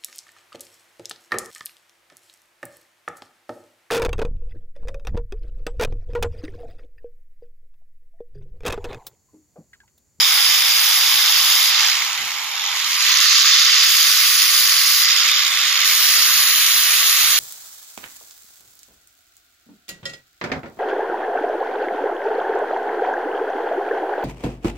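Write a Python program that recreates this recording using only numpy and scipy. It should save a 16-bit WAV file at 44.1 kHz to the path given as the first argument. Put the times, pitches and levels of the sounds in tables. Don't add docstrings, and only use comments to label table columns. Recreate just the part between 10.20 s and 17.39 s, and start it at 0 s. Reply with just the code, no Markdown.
import sys
import numpy as np
from scipy import signal
from scipy.fft import rfft, irfft
from scipy.io import wavfile
from scipy.ndimage import uniform_filter1d, minimum_filter1d, map_coordinates

SR = 44100
rng = np.random.default_rng(int(sys.argv[2]) if len(sys.argv) > 2 else 0)


def ratio_of_db(decibels):
    return 10 ** (np.asarray(decibels, float) / 20)


def put_to_file(sound):
    columns = np.atleast_2d(sound).T
    safe = np.clip(columns, -1, 1)
    whole_steps = np.round(safe * 32767)
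    wavfile.write(sys.argv[1], SR, whole_steps.astype(np.int16))


N = 317079
SIZE, HOP = 512, 192
HZ = np.fft.rfftfreq(SIZE, 1 / SR)[:, None]
T = np.arange(N) / SR

# t/s, level/dB, brightness facing the phone/dB, guard twist/dB, front wall tilt/dB
TOOL = [(0.0, -25, 3, 10.5, 4.5), (0.5, -27, 4, 8, 4), (1.46, -26.5, 5, 4.5, 3), (1.64, -25, 5, 2, 1.5),
        (1.88, -29.5, 4, -2.5, -2.5), (2.27, -33, 3.5, -2.5, -1), (2.4, -32, 4, -2, 4.5),
        (2.68, -29, 5, -3.5, -2), (2.94, -24, 6.5, -3, -1.5), (3.1, -21, 7.5, -1.5, -1.5),
        (3.45, -23, 6.5, 2, 0.5), (4.0, -26, 5.5, 3, -1.5), (4.4, -26.5, 6, 2, -0.5),
        (4.79, -27, 6, 3, -3.5), (4.93, -25.5, 6, 3.5, 1), (5.3, -26, 4, -0.5, 2),
        (5.7, -26, 5.5, -2, -1.5), (6.0, -25.5, 6.5, 2, -4), (6.4, -26.5, 5.5, -5, -1.5),
        (7.19, -27, 6.5, -7, -3)]
# f/Hz, level/dB per Hz
FACING = [(650, -37), (1100, -6), (1540, -9.5), (2010, -2.5), (2460, -8.5), (2700, -1.5), (2920, -5),
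          (3570, -1.5), (4030, -1), (4720, 1), (6750, -6.5), (8260, -19.5), (11300, -17), (14100, -18),
          (16000, -17)]
# f/Hz, level/dB per Hz
AWAY = [(650, -44), (1100, -11.5), (1930, -13), (2230, -3.5), (2520, -10.5), (3050, -10.5), (6240, -16),
        (6680, -18.5), (7140, -15), (7990, -23.5), (10100, -24.5), (12000, -24), (12900, -23), (13700, -31),
        (16000, -19)]
FACING_DB, AWAY_DB = 6.5, 1.5
# f/Hz, width/Hz, level/dB
HOUSING = [(1165, 47, 6), (2075, 83, 1.5), (2450, 120, 4.5), (3120, 120, 5.5), (3576, 215, 4.5),
           (4800, 120, 2.5), (5340, 450, 2), (6670, 65, 10), (11400, 710, 1.5), (13800, 620, 3.5)]
# f/Hz, level/dB
KNOCK = [(1000, -15), (2200, -5), (3600, 0), (5000, -3.5), (6600, 7.5), (8500, -5), (11800, -3), (14000, 4),
         (16000, 5)]
RING_HZ, RING_WIDTH_HZ, RING_DB = 6630, 300, 6.0
FRONT_HZ, GUARD_HZ, WALL_WIDTH_HZ, VENTS_HZ = 3550, 5100, 450, 9000
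BODY_HZ = 1056


def motor(knocks_per_s=76.0, jitter_knocks=0.7, ring_s=0.003, patchy_db=1.1):
    wobble = evened(uniform_filter1d(rng.standard_normal(N), size=5000))
    knock_count = np.floor(T * knocks_per_s + jitter_knocks * wobble)
    knocks = np.diff(np.maximum.accumulate(knock_count), prepend=0) > 0
    knocks = knocks * rng.uniform(0.35, 1, N)
    decay = np.exp(-1 / (ring_s * SR))
    beat = signal.lfilter([1], [1, -decay], uniform_filter1d(knocks, size=20))
    t, hiss = frames(rng.standard_normal((2, N)))
    rattle = frames(evened(beat * rng.standard_normal((2, N))))[1]
    share = ratio_of_db(read(KNOCK) + loaded("rattle", t) + 7.2 * patches(len(t), bins=14, steps=5))
    z = (hiss + share * rattle) / np.sqrt(1 + share ** 2)

    facing = (curve(TOOL, t, column=2) - AWAY_DB) / (FACING_DB - AWAY_DB)
    near, far = (read(side, np.maximum(HZ, 1150)) for side in (FACING, AWAY))
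    near = near - band_db(near, 1100, 2600)
    far = far - band_db(far, 1100, 2600)
    colour = far + np.clip(facing, -0.3, 1.3) * (near - far)
    colour = colour + sum(db / (1 + (2 * (HZ - hz) / width) ** 2) for hz, width, db in HOUSING)
    colour = colour + np.exp(-((HZ - RING_HZ) / RING_WIDTH_HZ) ** 2) * (RING_DB + loaded("ring", t))
    colour = colour + np.exp(-((HZ - FRONT_HZ) / WALL_WIDTH_HZ) ** 2) * curve(TOOL, t, column=4)
    colour = colour + np.exp(-((HZ - GUARD_HZ) / WALL_WIDTH_HZ) ** 2) * curve(TOOL, t, column=3)
    colour = colour + loaded("vents", t) / (1 + (VENTS_HZ / (HZ + 1)) ** 8)
    colour = colour + curve(BASS_CUT, t, column=2) / (1 + (HZ / BODY_HZ) ** 16)
    colour = colour - band_db(colour, 1100, 2600) + curve(TOOL, t)
    return ports(t, z, colour + patchy_db * patches(len(t), bins=4, steps=14))


# touch t/s, lift t/s, pressure/dB, flap tone/dB
STROKES = [
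    (-0.3, 1.53, -26, -21),
    (3.63, 4.86, -23.5, -12),
    (5.645, 7.5, -23, -8.5),
]
# f/Hz, level/dB per Hz
SCRAPE = [(2000, -13), (4000, -1.5), (6500, -5), (7500, -10), (8400, -11.5), (9500, -7.5), (10300, -3),
          (11500, -2), (12500, -1), (13500, -5.5), (14600, -0.5), (15500, 1)]
FLAPS = 71
DIG_DB, DIG_S = 1, 0.27


def disc(memory=0.908, fresh=0.85, lumpy_db=2.0, patchy_db=1.5):
    turns = np.cumsum(speed()) / SR
    places = 4 * FLAPS
    grit = rng.standard_normal((int(160 * T[-1]), 2, places))
    grit = signal.lfilter([1], [1, -min(memory, 0.99)], grit, axis=0)
    grit = grit.transpose(1, 0, 2).reshape(2, -1)
    worn = evened(np.array([map_coordinates(g, [turns * places], order=3) for g in grit]))
    high_spots = evened(uniform_filter1d(rng.standard_normal(places), size=12, mode="wrap"))
    rim = ratio_of_db(lumpy_db * np.interp(turns % 1 * places, np.arange(places), high_spots))
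    scrape = evened(rim * (worn + fresh * rng.standard_normal((2, N))))

    pressure, tone = np.zeros(N), np.zeros(N)
    wobble = evened(smooth_twice(rng.standard_normal((2, N)), 4000))
    for start, stop, db, flap_db in STROKES:
        dig = 1 - np.exp(-np.maximum(T - start, 0) / DIG_S)
        touch = contact(start, stop, T)
        pressure += touch * ratio_of_db(db + DIG_DB * dig + 0.6 * wobble[0])
        tone += touch * dig * ratio_of_db(flap_db + 1.3 * wobble[1])
    port_phase = np.array([[0], [2]])
    flap = np.cos(2 * np.pi * FLAPS * turns + 0.51 * np.sin(2 * np.pi * turns) + port_phase)
    t, z = frames(pressure * (scrape + tone * flap))
    colour = read(SCRAPE) - band_db(read(SCRAPE), 9500, 15500)
    return ports(t, z, colour + patchy_db * patches(len(t), bins=12, steps=9))


# from t/s, free f/Hz, full sag/Hz
SAG = [
    (0, 148.8, 3.6),
    (3.6, 149, 9.5),
    (5.6, 150, 13.2),
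]
SAG_S, UNSTEADY_HZ = 1.5, 0.35


def speed():
    stroke = np.searchsorted([row[0] for row in SAG], T, "right") - 1
    start, free, sag = np.array(SAG)[stroke].T
    shake = evened(smooth_twice(rng.standard_normal(N), 6000))
    return free - sag * (1 - np.exp(-(T - start) / SAG_S)) + UNSTEADY_HZ * shake


TOUCH_S, LIFT_S = 0.0074, 0.04


def contact(start, stop, t):
    return np.clip(np.minimum((t - start) / TOUCH_S, (stop - t) / LIFT_S), 0, 1)


def load(t):
    return sum(contact(row[0], row[1], t) for row in STROKES)


FREE_DB = {"ring": -4, "rattle": -5.5, "vents": 2, "lean": -3.5}
LOADED_DB = {"ring": -2, "rattle": -6.5, "vents": 2, "lean": -3}


def loaded(name, t):
    return FREE_DB[name] + (LOADED_DB[name] - FREE_DB[name]) * load(t)


COAST_S, CATCH_S, COAST_HZ_PER_S = 2.08, 2.3, 1500
MESH_HZ, MESH_DB = 5600, -38.5


def mesh():
    lost_s = np.clip(CATCH_S - COAST_S - abs(T - CATCH_S), 0, 1)
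    heard = np.exp(-((T - CATCH_S) / 0.24) ** 4)
    whine = heard * np.sin(2 * np.pi * np.cumsum(MESH_HZ - COAST_HZ_PER_S * lost_s) / SR)
    return whine * ratio_of_db(MESH_DB + np.array([[-12], [3]]))


# f/Hz, level/dB per Hz
RUMBLE = [(12, -47), (20, -22), (92, -1.5), (149, -1.5), (343, -5), (384, -6), (550, -5), (720, -46),
          (1210, -120)]
# t/s, level/dB, length/s
BUMPS = [(0.313, -65, 0.037), (0.954, -53, 0.034), (1.095, -71, 0.055), (2.03, -53, 0.1), (2.15, -62, .04),
         (2.748, -61, 0.032), (2.882, -56, 0.1), (3.29, -56.5, 0.3), (3.457, -60, 0.046), (3.83, -64, 0.33),
         (4.398, -67, 0.096), (5.23, -67, 0.055), (5.4, -70, .1), (5.786, -57, .05), (5.965, -57, 0.12),
         (6.358, -61, .07)]
RUMBLE_DB, RUMBLE_LOAD_DB = -68, 8.5


def rumble(lumpy_db=2.5):
    hz = np.fft.rfftfreq(N, 1 / SR)
    low = irfft(rfft(rng.standard_normal((2, N))) * ratio_of_db(read(RUMBLE, hz)), N)
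    lumps = evened(smooth_twice(rng.standard_normal(N), 1200))
    level = ratio_of_db(RUMBLE_DB + RUMBLE_LOAD_DB * load(T) + lumpy_db * lumps)
    level = level + sum(ratio_of_db(db) * np.exp(-(2 * (T - s) / length) ** 2) for s, db, length in BUMPS)
    return evened(low) * level * ratio_of_db(np.array([[2.5], [5.5]]))


# f/Hz, share
SAME = [(500, 0.41), (1400, 0.88), (3000, 0.48), (6500, 0.46), (10000, 0.27), (15000, 0.26)]
# f/Hz, phase/rad
LEAD_EARLY = [(0, -2), (3790, 0.64), (4130, 1.5), (4740, 0.98), (5080, -3.15), (5770, 0.7), (7060, -1.0),
              (8010, 2.5), (8270, -2), (8870, -1.5), (9650, -2), (11700, 2), (15200, 1.5), (16400, 6.4)]
# f/Hz, phase/rad
LEAD_LATE = [(0, 0), (1210, 0.4), (3530, 0.56), (4570, -3), (5080, -1.5), (6290, -2.5), (6720, -1.2),
             (7840, 4.5), (9730, 5), (10500, 3.5), (12700, 9), (13000, 14), (14200, 0.5), (16400, 12.5)]
# t/s, share of the late lead
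SIDE_ON = [(0, 0), (1.5, 0), (1.9, 1), (2.7, 1), (3, 0), (4.7, 0), (5, 1), (7.19, 1)]
# f/Hz, level/dB
TREBLE_BALANCE = [(5000, 0), (8000, 1.5), (15000, 2.5)]


def ports(t, z, colour_db):
    moved = np.interp(t, *np.transpose(SIDE_ON))
    turn = (1 - moved) * np.exp(-1j * read(LEAD_EARLY)) + moved * np.exp(-1j * read(LEAD_LATE))
    same = np.clip(read(SAME), 0, 1)
    right = same * turn / abs(turn + 1e-9) * z[0] + np.sqrt(1 - same ** 2) * z[1]
    lean_db = (loaded("lean", t) + read(TREBLE_BALANCE)) / 2
    return np.array([z[0] * ratio_of_db(lean_db), right * ratio_of_db(-lean_db)]) * ratio_of_db(colour_db + 1.5)


# t/s, corner f/Hz, body under the housing's limit/dB
BASS_CUT = [(0, 735, -7.5), (1.6, 766, -6), (2.56, 775, 1), (2.6, 870, -7.5), (2.98, 960, -8),
            (3.06, 1086, -5.5), (7.19, 1117, 1.5)]


def bass_cut(x, leak_db=-8.0):
    hz, t, z = signal.stft(x, SR, nperseg=2048, noverlap=1536)
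    under = curve(BASS_CUT, t) / (hz[:, None] + 1)
    steep = 1 / (1 + under ** 30)
    gain = np.sqrt(steep + ratio_of_db(2 * leak_db) / (1 + under ** 4.0))
    return signal.istft(z * gain, SR, nperseg=2048, noverlap=1536)[1][:, :N]


def evened(x):
    return x / np.sqrt(np.mean(x ** 2, axis=-1, keepdims=True) + 1e-20)


def smooth_twice(x, size):
    return uniform_filter1d(uniform_filter1d(x, size=size), size=size)


def read(points, hz=HZ):
    f, value = np.transpose(points)
    return np.interp(np.log(hz + 1), np.log(f + 1), value)


def curve(rows, t, column=1):
    return np.interp(t, np.array(rows)[:, 0], np.array(rows)[:, column])


def band_db(colour_db, lo_hz, hi_hz):
    inside = (HZ[:, 0] >= lo_hz) & (HZ[:, 0] < hi_hz)
    return 10 * np.log10((ratio_of_db(colour_db[inside]) ** 2).sum(axis=0) / len(HZ))


def frames(x):
    return signal.stft(x, SR, nperseg=SIZE, noverlap=SIZE - HOP)[1:]


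def samples(z):
    return signal.istft(z, SR, nperseg=SIZE, noverlap=SIZE - HOP)[1][..., :N]


def patches(count, bins, steps):
    field = rng.standard_normal((count, len(HZ))).T
    field = uniform_filter1d(uniform_filter1d(field, bins, axis=0), steps, axis=1)
    return field / field.std()


def scene():
    tool = samples(motor() + disc()) + mesh()
    return bass_cut(tool) + rumble()


def limiter(x, ceiling=0.9):
    room = np.minimum(ceiling / (abs(x).max(axis=0) + 1e-9), 1)
    return x * uniform_filter1d(minimum_filter1d(room, size=201), size=200)


# t/s, length/s, centre f/Hz, width/Hz
STARVED = [(.2, .4, 8700, 800), (.8, .14, 8900, 1400), (1.4, .7, 8700, 1200), (2.2, .8, 9200, 2600),
           (2.1, .9, 13100, 900), (2.0, .15, 15300, 1200), (2.47, .18, 15200, 1400), (2.45, .9, 15300, 900),
           (2.45, .25, 7900, 700), (3.2, .8, 13600, 1200), (5.18, .2, 8900, 2400), (5.18, .1, 8900, 2000),
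           (5.65, .2, 8800, 2200), (6.28, .22, 8400, 2000), (6.28, .14, 8600, 2400), (6.29, .1, 8400, 1400),
           (.25, .2, 8600, 500)]
STARVED_DB = 11


def gate(x, bin_db=-12.0, band_db=-16.5, from_hz=5600):
    hz, t, z = signal.stft(x, SR, nperseg=2048, noverlap=1536)
    power = uniform_filter1d(abs(z) ** 2, size=4, axis=2)
    roar = power[:, (hz > 1000) & (hz < 7000)].mean(axis=(0, 1))
    treble = power[:, (hz > 1e4) & (hz < 15e3)].mean(axis=(0, 1))
    roar = roar ** 0.7 * treble ** 0.3
    short = 0
    for s, length, mid_hz, width in STARVED:
        off_time = (2 * (t - s) / length) ** 4
        off_band = (2 * (hz[:, None] - mid_hz) / width) ** 4
        short = short + np.exp(-off_time - off_band)
    luck = rng.random((len(hz) // 10 + 1, len(t) // 3 + 1))
    luck = np.kron(luck, np.ones((10, 3)))[:len(hz), :len(t)]
    roar = roar * ratio_of_db(2 * STARVED_DB * short * (0.15 + luck ** 2))
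    bins = power.mean(axis=0)
    bands = uniform_filter1d(bins, size=14, axis=0)
    keep = (bins > roar * ratio_of_db(2 * bin_db)) & (bands > roar * ratio_of_db(2 * band_db))
    keep[hz < from_hz] = True
    return signal.istft(z * keep, SR, nperseg=2048, noverlap=1536)[1][:, :N]


def low_pass(x):
    return signal.sosfilt(signal.butter(12, 16800, fs=SR, output="sos"), x)


EDGE_HZ = 15420


def record(dry):
    edge = signal.firwin(511, EDGE_HZ, window=("kaiser", 9), fs=SR)
    mix = signal.oaconvolve(gate(limiter(dry)), edge[None], "same")
    return low_pass(mix)


dry = scene()
out = record(dry)
put_to_file(out)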